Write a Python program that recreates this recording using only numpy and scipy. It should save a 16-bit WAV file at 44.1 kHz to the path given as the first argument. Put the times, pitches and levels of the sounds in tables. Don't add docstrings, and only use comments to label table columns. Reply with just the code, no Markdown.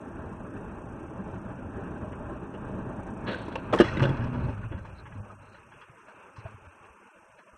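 import sys
import numpy as np
from scipy import signal
from scipy.io import wavfile
from scipy.ndimage import uniform_filter1d

SR = 44100
rng = np.random.default_rng(int(sys.argv[2]) if len(sys.argv) > 2 else 0)


def store_wav(level_fs):
    pcm = np.round(np.clip(np.atleast_2d(level_fs), -1, 1) * 32767)
    wavfile.write(sys.argv[1], SR, pcm.T.astype(np.int16))


def level_to_linear(level):
    exponent = np.asarray(level, float) / 20
    return 10 ** exponent


N = 334133

# f/Hz, width/Hz, level/dB
PLASTIC = [(312, 130, 5), (561, 53, 6.5), (687, 65, -5.5), (920, 82, -4), (1163, 96, -8.5), (1553, 180, -2),
           (1860, 460, -11.5), (2836, 270, -12), (3340, 85, -17), (3920, 430, -37)]
# f/Hz, width/Hz, level/dB
CLIPS = [(4090, 430, 3.5), (5320, 1600, 2.5), (6110, 2100, -3.5), (8050, 580, -8.5)]


def rms_one(x):
    return x / np.sqrt(np.mean(x ** 2) + 1e-20)


def in_time(rows):
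    s, *columns = np.transpose(rows)
    return [np.interp(np.arange(N) / SR, s, c) for c in columns]


def while_on(rows, fade=0.0087):
    t = np.arange(N) / SR
    return np.clip(np.minimum(t - rows[0][0], rows[-1][0] - t) / fade, 0, 1)


def drift(rate):
    r = np.exp(-80 * np.pi * rate / SR)
    chance = rng.standard_normal(N // 40 + 2002)
    slow = signal.lfilter([1], [1, -2 * r, r * r], chance)[2000:]
    return np.interp(np.arange(N) / 40, np.arange(len(slow)), rms_one(slow))


def lowpass(x, order, hz):
    return signal.sosfilt(signal.butter(order, hz, fs=SR, output="sos"), x)


def bandpass(x, order, low_hz, high_hz):
    return signal.sosfilt(signal.butter(order, [low_hz, high_hz], "band", fs=SR, output="sos"), x)


def resonate(x, hz, width_hz):
    r = np.exp(-np.pi * width_hz / SR)
    top = np.array([1, 0, -1]) * (1 - r * r) / 2
    return signal.lfilter(top, [1, -2 * r * np.cos(2 * np.pi * hz / SR), r * r], x)


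def body(x, modes, widen=0.89):
    return [level_to_linear(db) * (-1) ** k * resonate(resonate(x, hz, widen * w), hz, widen * w) / np.sqrt(w)
            for k, (hz, w, db) in enumerate(modes)]


def bands(spectrum, patchy_db, step):
    hz, db = np.transpose(spectrum)
    edges = hz[0] * 2 ** np.arange(0, np.log2(hz[-1] / hz[0]), step)
    white, together = rng.standard_normal((2, N)), drift(14)
    for k, (low, high) in enumerate(zip(edges, edges[1:])):
        mid = np.sqrt(low * high)
        level_db = np.interp(np.log(mid), np.log(hz), db)
        gain = level_to_linear(level_db + patchy_db * (1.04 * together + drift(11)))
        yield mid, gain * bandpass(white[k % 2], 2, low, high)


def add(out, s, sound):
    i = round(s * SR)
    out[i:i + len(sound)] += sound[:N - i]


def knocks(table, t60, rise, crack_rise, crack_t60, partner=1.2, partner_db=-8):
    out, t = np.zeros(N), np.arange(SR // 6) / SR
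    chance = rng.standard_normal((len(table), len(t)))
    upper = PLASTIC[3:]
    spot_db = rng.normal(0, 4, (len(table), len(upper)))
    for (s, peak_db, hz, crack_db, treble_db), noise, uneven_db in zip(table, chance, spot_db):
        ring = np.sin(2 * np.pi * hz * t) + level_to_linear(partner_db) * np.sin(2 * np.pi * partner * hz * t)
        ring *= -level_to_linear(-60 * t / t60) * (1 - np.exp(-t / rise))
        burst = noise * level_to_linear(-60 * t / crack_t60) * (1 - np.exp(-t / crack_rise))
        crack = level_to_linear(uneven_db) @ body(burst, upper, widen=1.7)
        tick = sum(body(burst, CLIPS))
        ring += level_to_linear(crack_db - 3.5) * crack / np.abs(crack).max()
        ring += level_to_linear(treble_db - 0.5) * tick / np.abs(tick).max()
        add(out, s, level_to_linear(peak_db) * ring)
    return out


def slides(table, per_s, widen, spread_db=0.0, uneven_db=3.0):
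    attack_s, length_s, let_go_s = 0.026, 0.35, 0.31
    dulling_db_per_s = 8
    out, t = np.zeros(N), np.arange(round(length_s * SR)) / SR
    clicks = level_to_linear(spread_db * np.minimum(rng.exponential(1, N), 5)) * rng.choice([-1, 1], N)
    clicks = clicks * (rng.random(N) < per_s * level_to_linear(uneven_db * drift(30)) / SR) + 1e-18
    swell = np.clip(np.minimum(t / attack_s, (t[-1] - t) / let_go_s), 0, 1)
    steep_top = signal.cheby1(8, 1, 4350, fs=SR, output="sos")
    for s, peak_db, fade_db, bright_db, treble_db in table:
        own = clicks[round(s * SR):][:len(t)]
        tilt_db = bright_db - dulling_db_per_s * t
        panel = sum(level_to_linear(tilt_db * np.log2(mode[0] / 900)) * x
                    for mode, x in zip(PLASTIC, body(own, PLASTIC, widen)))
        panel = signal.sosfilt(steep_top, panel)
        treble = rms_one(sum(body(rng.standard_normal(len(t)), CLIPS)))
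        both = rms_one(panel) + level_to_linear(treble_db + 3.0) * treble
        add(out, s, level_to_linear(peak_db - 4.5 - fade_db * np.maximum(t - attack_s, 0)) * swell * both)
    return out


def pings(t60=.03, rise=.002, rough=.55):
    # t/s, peak level/dB, f/Hz
    fittings = [(3.268, -53, 3750), (3.291, -36, 1560), (3.318, -38, 3900), (3.33, -29, 1580),
                (3.344, -28, 1560), (3.414, -36, 1580), (3.482, -30, 964), (3.554, -27, 2697),
                (3.726, -37, 3500), (3.732, -24, 460), (3.733, -16.5, 1270), (3.739, -38, 1800),
                (3.742, -39, 2700), (3.746, -16.5, 500), (3.747, -25.5, 1130), (3.759, -19, 494),
                (3.773, -21.5, 913), (3.777, -27, 1780), (3.787, -24.5, 3180), (3.79, -27, 1790),
                (3.802, -16, 1718), (3.808, -18.5, 1596), (3.802, -9, 585), (3.736, -18.5, 616),
                (3.805, -14.5, 1223), (3.809, -31, 3140), (3.816, -25, 2880), (3.843, -29, 1245),
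                (3.847, -27.5, 2050), (3.881, -26.5, 1880), (3.884, -39.5, 4100), (3.935, -46, 6160),
                (3.97, -27.5, 2014), (3.971, -38, 3780), (4.018, -24.5, 920), (4.053, -26, 1520),
                (4.052, -32, 3440), (4.091, -27.5, 920)]
    out, t = np.zeros(N), np.arange(SR // 10) / SR
    chatter = uniform_filter1d(rng.standard_normal((len(fittings), len(t))), size=60, axis=1)
    for (s, peak_db, hz), shake in zip(fittings, chatter):
        swell = level_to_linear(peak_db + 2.5 - 60 * t / t60) * (1 - np.exp(-t / rise))
        add(out, s, swell * (1 + rough * rms_one(shake)) * np.sin(2 * np.pi * hz * t))
    return out


def loose_things():
    # t/s, peak level/dB, panel f/Hz, crack/dB, treble/dB
    dashboard = [(3.481, -23.5, 324, -39, -46), (3.555, -22.5, 523, -10, -30), (3.556, -21, 918, -7, -24),
                 (3.726, -18.5, 410, -4.5, -29), (3.731, -6.5, 600, -23, -54), (3.74, -14, 409, -8, -45),
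                 (3.736, -12.5, 276, -5, -42), (3.746, -10, 342, -9.5, -41), (3.841, -23, 329, -10, -36),
                 (3.881, -47, 293, -6, -34), (3.97, -19.5, 322, -13, -39), (3.995, -22.5, 290, 0.5, -19.5),
                 (4.003, -16.5, 258, -1, -35), (4.023, -16, 362, -3, -24), (4.029, -22.5, 360, 2, -17),
                 (4.037, -15.5, 350, -1, -30), (4.051, -18.5, 337, -9, -40), (3.525, -29, 275, -6, -31),
                 (4.091, -16.5, 325, -7.5, -46)]
    # start t/s, peak level/dB, fade/dB per s, brightness/dB per octave, treble/dB
    long_slide = [
        (3.256, -28.5, 68, 3.5, -37),
        (3.47, -46.5, 84.5, -5, -49),
    ]
    rattles = [
        (3.82, -36.5, 69, 8, -15),
        (3.94, -31, 61.6, -0.5, -54),
        (4.01, -24, 94, -2.5, -34),
        (4.2, -52, 93, 6.5, -34),
        (4.325, -37.5, 112.4, 1.5, -36),
        (4.47, -29.5, 400, -6, -52),
        (4.70, -38.5, 119.8, 0, -49),
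        (4.84, -45.5, 350, 3, -28),
    ]
    bang = [
        (3.7865, -24, 800, 0, -14),
        (3.7895, -16, 500, -5, -20),
        (3.8003, 9.5, 390, -26, -45),
        (3.8087, 8, 365, -25, -42),
        (3.8172, 5, 335, -30, -48),
    ]
    settling = [(0.239, -27.5, 363, -31, -50), (2.038, -29, 615, -24, -49), (2.12, -38, 269, -2, -51),
                (2.537, -25, 396, -13.5, -45), (4.324, -38, 250, -13, -28), (4.49, -25, 250, -31, -35),
                (4.714, -27, 337, -7.5, -52), (4.733, -31, 257.5, -33, -51), (5.053, -40, 1129, 2, -47),
                (5.3, -34, 1255, -19, -36), (5.542, -45.5, 570, 6.5, -41), (5.715, -42.5, 930, 1, -56),
                (5.811, -37.5, 1237, -2.5, -28), (6.079, -41, 632, -3.5, -26),
                (6.359, -49.5, 1200, 7.5, -8), (6.384, -48.5, 252, -21, -10), (6.455, -28.5, 658, -16, -45),
                (7.384, -42.5, 590, -1, -24)]
    debris = [(4.14, -34, 960, -5, -25), (4.167, -34, 1030, -3, -20), (4.203, -36, 1200, -1, -25),
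              (4.22, -34, 1644, -10, -24), (4.238, -33.5, 960, -2, -19), (4.271, -35.5, 927, -6, -31),
              (4.306, -42, 1114, -5, -33), (4.345, -28, 960, -10, -32), (4.376, -36.5, 980, -6, -30),
              (4.408, -44, 870, -5, -30), (4.445, -39, 1000, -6, -21), (4.482, -33.5, 890, -1.5, -33),
              (4.525, -41.5, 1260, -6, -26), (4.574, -40, 1470, -3, -32), (4.629, -36.5, 1460, -5, -38),
              (4.777, -39.5, 1576, -2, -28), (4.848, -34.5, 912, -4, -30), (5.12, -39, 1640, -3.5, -31)]
    out = knocks(dashboard, t60=0.044, rise=0.0025, crack_rise=0.00011, crack_t60=0.021)
    out += slides(long_slide, 4000, widen=2.4) + slides(rattles, 900, widen=1.2)
    out += knocks(bang, t60=.019, rise=.003, crack_rise=.0008, crack_t60=.04, partner=1.4, partner_db=-9)
    out += knocks(settling, t60=.055, rise=0.0055, crack_rise=.009, crack_t60=0.08)
    out += knocks(debris, t60=0.048, rise=0.0038, crack_rise=0.0026, crack_t60=0.053) + pings()
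    return lowpass(out, 6, 9700)


def cabin_echo(x, gain_db=-16):
    dull = bandpass(x, 1, 700, 3500)
    out = np.zeros(N)
    for lag, db in [(.0047, 4.5), (.0083, 4), (.0131, -18.5), (.019, -10.5), (.027, 0.5), (.038, -6.5)]:
        add(out, lag, level_to_linear(gain_db + db) * dull)
    return out


def grit(rise=0.006, flutter_db=2.5):
    scrapes = [
        (3.265, -49, 77),
        (3.39, -76, 88),
        (3.517, -52, 497),
        (3.553, -45, 1500),
        (3.727, -42, 602),
        (3.785, -41, 706),
        (3.8, -39.5, 603),
        (3.995, -45, 901),
        (4.026, -39, 601),
    ]
    t, swell = np.arange(N) / SR, 0
    for s, db, fade_db in scrapes:
        hold_s = .05 * (fade_db < 200)
        swell = swell + np.clip((t - s) / rise, 0, 1) * level_to_linear(db - fade_db * np.maximum(t - s - hold_s, 0))
    band = signal.cheby1(6, 1, [1800, 4350], "band", fs=SR, output="sos")
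    return swell * level_to_linear(flutter_db * drift(37)) * rms_one(signal.sosfilt(band, rng.standard_normal(N)))


def bumps(table, rise, lift_db):
    out, t = np.zeros(N), np.arange(SR // 3) / SR
    for s, peak_db, hz in table:
        swell = level_to_linear(peak_db + lift_db - 60 * t / 0.054) * (1 - np.exp(-t / rise))
        add(out, s, swell * np.sin(2 * np.pi * hz * t))
    return out


def floor_pushes():
    # t/s, peak level/dB, f/Hz
    suspension = [(0.435, -13, 190), (1.194, -5.5, 195), (2.029, -10.5, 187), (3.732, -7, 123),
                  (3.801, 7.5, 202), (4.016, 9, 117), (4.485, 0, 92), (4.747, -4.5, 92), (5.039, -16, 102),
                  (5.132, -12, 109.5), (5.152, -17.5, 254), (5.199, -9.5, 97), (6.381, -12.5, 108),
                  (6.451, -8.5, 102.6), (6.542, -18, 103), (5.756, -28, 126), (5.894, -24, 130),
                  (6.621, -25, 90.2), (6.67, -24, 82), (6.809, -29, 102), (6.901, -29, 70.9),
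                  (7.178, -46, 72), (7.531, -29.5, 66.4)]
    # t/s, peak level/dB, f/Hz
    shudders = [(3.29, -20, 202), (3.97, -23.5, 200), (4.05, -20, 200), (4.1, -21, 136), (4.193, -24, 113),
                (4.265, -28, 121), (4.324, -18, 111), (4.39, -26, 110), (4.43, -28, 120), (4.54, -28, 105),
                (4.6, -30, 100), (4.66, -34, 109.4), (4.77, -28, 198), (4.82, -30, 101), (4.88, -35, 132),
                (4.94, -37, 102.5)]
    return bumps(suspension, rise=0.012, lift_db=-8.5) + bumps(shudders, rise=0.022, lift_db=10.5)


def brake_groan(rows, rough=.6, wander_hz=4.0):
    hz, level_db = in_time(rows)
    second_db = -13 + 9 / (1 + ((2 * hz - 239) / 23) ** 2)
    phase = 2 * np.pi * np.cumsum(hz + wander_hz * drift(30)) / SR
    tone = np.sin(phase) + level_to_linear(second_db) * np.sin(2 * phase)
    return while_on(rows, 0.13) * level_to_linear(level_db - 0.5) * tone * (1 + rough * np.tanh(drift(17)))


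def brakes():
    # t/s, f/Hz, level/dB
    spells = [
        [(3.9, 139, -31), (4.044, 134.6, -24.5), (4.14, 134, -28), (4.19, 115.3, -31.5), (4.406, 119.5, -32),
         (4.516, 114.2, -38), (4.6, 103.1, -45.5), (4.8, 109.1, -44.5), (4.95, 108, -54)],
        [(5.08, 97.2, -74), (5.152, 99.9, -34), (5.278, 102.4, -47.5), (5.504, 100.5, -53.5), (5.7, 103, -76)],
        [(6.3, 97.3, -62), (6.5, 102.5, -50), (6.68, 91.7, -56), (6.75, 92.3, -75), (6.85, 96.8, -57.5),
         (7.0, 79.6, -73)],
    ]
    return sum(brake_groan(rows) for rows in spells)


def squeaks(flutter_db=7.5):
    whispers = [
        (4.363, 4.465, -71.5),
        (4.806, 4.847, -72),
        (4.949, 5.019, -69.5),
        (5.137, 5.174, -83),
        (5.413, 5.595, -77),
    ]
    hz, width_hz = 4050, 380
    noise = resonate(resonate(rng.standard_normal(N), hz, width_hz), hz, width_hz)
    gate = sum(level_to_linear(db) * while_on([[on], [off]], 0.013) for on, off, db in whispers)
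    return gate * level_to_linear(flutter_db * drift(28)) * rms_one(noise)


def road():
    # f/Hz, level/dB per Hz
    rolling = [(13, -42), (22, -0.5), (48, 2), (119, 7.5), (155, -2), (193, -6), (372, -8), (473, -14.5),
               (589, -6), (717, -7.5), (1110, -14.5), (1540, -19), (2050, -38.5), (2670, -52.5),
               (4140, -88.5), (5380, -94), (9110, -120)]
    # f/Hz, width/Hz, level/dB
    cabin = [(186, 28, 5), (712.5, 110, -24.5), (1570, 35, 7.5), (2080, 420, -16.5), (2607, 138, 9.5)]
    # t/s, level/dB against cruising
    roll = [(0, 1), (.3, 1.5), (.55, 1), (.95, 0.5), (1.2, 2), (1.55, 1), (1.9, 3.5), (2.4, 2), (2.7, 3),
            (3.3, 3), (3.65, 2.5), (4.4, -4), (4.65, -15), (5.2, -14), (5.6, -20), (6.0, -31),
            (7.58, -33.5)]
    layers = [
        (-45, -34, 25, -80),
        (-44.5, -41.5, 80, -69),
        (-46.5, -45, 38, -61),
    ]
    brake_on_s, brake_full_s, brake_ease_s = 3.76, 3.94, 4.426
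    parts, t = np.zeros((3, N)), np.arange(N) / SR
    for hz, band in bands(rolling[1:-2], patchy_db=1.5, step=1 / 3):
        parts[np.searchsorted([160, 480], hz)] += band
    roll_db = in_time(roll)[0]
    pedal = np.clip((t - brake_on_s) / (brake_full_s - brake_on_s), 0, 1)
    out = 0
    for part, (cruise_db, brake_db, release_db, still_db) in zip(parts, layers):
        braking = pedal * level_to_linear(brake_db - release_db * np.maximum(t - brake_ease_s, 0))
        still = level_to_linear(still_db + 2.5 * drift(2))
        level = np.sqrt(level_to_linear(cruise_db + roll_db) ** 2 + braking ** 2 + still ** 2)
        out = out + level * rms_one(part)
    for hz, width_hz, db in cabin:
        out = out + (level_to_linear(db) - 1) * resonate(out, hz, width_hz)
    return lowpass(out, 4, 3700)


def street():
    # f/Hz, level/dB per Hz
    traffic = [(300, -0.5), (450, 3), (650, -4.5), (750, -5.5), (900, 4.5), (1500, 4.5), (2050, -13),
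               (2500, 3), (3000, -21.5), (3400, -31.5), (3900, -42), (4500, -38), (4800, -50)]
    # t/s, swell/dB, half-length/s
    passes = [
        (2.397, -1, .3),
        (3.47, 8, 0.15),
        (6.194, 2.5, 0.082),
        (6.433, 4.5, 0.39),
        (6.857, 2.5, 0.053),
    ]
    noise = sum(band for hz, band in bands(traffic, patchy_db=1.8, step=1 / 5))
    t = np.arange(N) / SR
    near_db = sum(db * np.exp(-((t - s) / half) ** 2) for s, db, half in passes)
    skid_s, skid_db, rise_db_per_s, fade_db_per_s = 3.926, -45.5, 56, 26
    scrub_db = skid_db - np.maximum(rise_db_per_s * (skid_s - t), fade_db_per_s * (t - skid_s))
    return np.hypot(level_to_linear(-66.5 + near_db), level_to_linear(scrub_db)) * level_to_linear(7.5) * rms_one(noise)


def electronics():
    # f/Hz, level/dB per Hz
    treble = [(4700, -26), (5200, -6), (6000, 6.5), (6600, -1.5), (7000, -2), (7600, -5), (8300, 7.5),
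              (9300, -5.5), (9900, -17.5)]
    # start/share of frame, end/share of frame, level/dB above hiss
    bursts = [
        (.29, .41, 7),
        (.47, .57, 7),
        (.63, .68, 4),
    ]
    # on t/s, off t/s
    whine_spans = [
        (0, .8),
        (.88, 1.1),
        (1.39, 1.43),
        (3.1, 3.16),
        (3.53, 3.7),
        (3.88, 3.94),
        (4.54, 7.6),
    ]
    # on t/s, off t/s, extra depth/1
    on, off, extra = (2.93, 3.47, 0.84)
    t = np.arange(N) / SR
    place = t * 28.465 % 1
    depth = 1.24 - 0.078 * t + extra * while_on([[on], [off]])
    lift_db = sum(db * ((place > a) & (place < b)) for a, b, db in bursts) * depth
    hiss = rms_one(sum(band for hz, band in bands(treble, patchy_db=.8, step=1 / 9)))
    narrow = rms_one(bandpass(rng.standard_normal(N), 3, 10800, 11350))
    whine = level_to_linear(-92.5 + 2.5 * drift(20) + lift_db / 2) * narrow
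    whine = whine * sum(while_on([[a], [b]]) for a, b in whine_spans)
    return level_to_linear(-74 - 4.5) * hiss * level_to_linear(uniform_filter1d(lift_db, size=20)) + whine


def scene():
    loose = loose_things()
    inside = loose + cabin_echo(loose) + grit() + floor_pushes() + brakes() + squeaks()
    return (inside + road() + street() + electronics())[None]


def coarse_steps(x, size=576, masking=.15, dead_db=-11, uneven_db=2.4):
    # f/Hz, level/dB
    rounding = [(30, -48), (150, -41), (500, -37), (1000, -39), (2100, -51), (2600, -47), (3300, -61),
                (4000, -60), (5000, -63), (6500, -64), (8300, -71), (10000, -72), (11000, -76),
                (13000, -76)]
    n, k = np.arange(2 * size)[:, None], np.arange(size)
    window = np.sin(np.pi * (n + .5) / (2 * size))
    basis = np.sqrt(2 / size) * window * np.cos(np.pi / size * (n + .5 + size / 2) * (k + .5))
    count = N // size + 3
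    halves = np.pad(x, (size, count * size - N - size)).reshape(count, size)
    lines = np.hstack([halves[:-1], halves[1:]]) @ basis
    hz, db = np.transpose(rounding)
    loud_db = 10 * np.log10(np.mean(lines ** 2, axis=1, keepdims=True) + 1e-9) + 48
    line_hz = (k + .5) * SR / 2 / size
    step = level_to_linear(np.interp(np.log(line_hz), np.log(hz), db) + masking * loud_db)
    spare = uniform_filter1d(rng.standard_normal((count - 1, size // 8)), size=3, axis=0)
    step = step * level_to_linear(uneven_db * np.sqrt(3) * spare.repeat(8, axis=1))
    group = np.mean(((lines / step) ** 2).reshape(count - 1, -1, 4), axis=2).repeat(4, axis=1)
    blocks = (step * np.round(lines / step) * (group > level_to_linear(2 * dead_db))) @ basis.T
    return (blocks[:-1, size:] + blocks[1:, :size]).ravel()[:N]


def top_cut(x):
    return signal.sosfilt(signal.butter(12, 15500, fs=SR, output="sos"), x)


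def record(dry):
    stored = coarse_steps(dry[0]) + level_to_linear(-91) * rng.standard_normal(N)
    return top_cut(stored[None])


dry = scene()
out = record(dry)
store_wav(out)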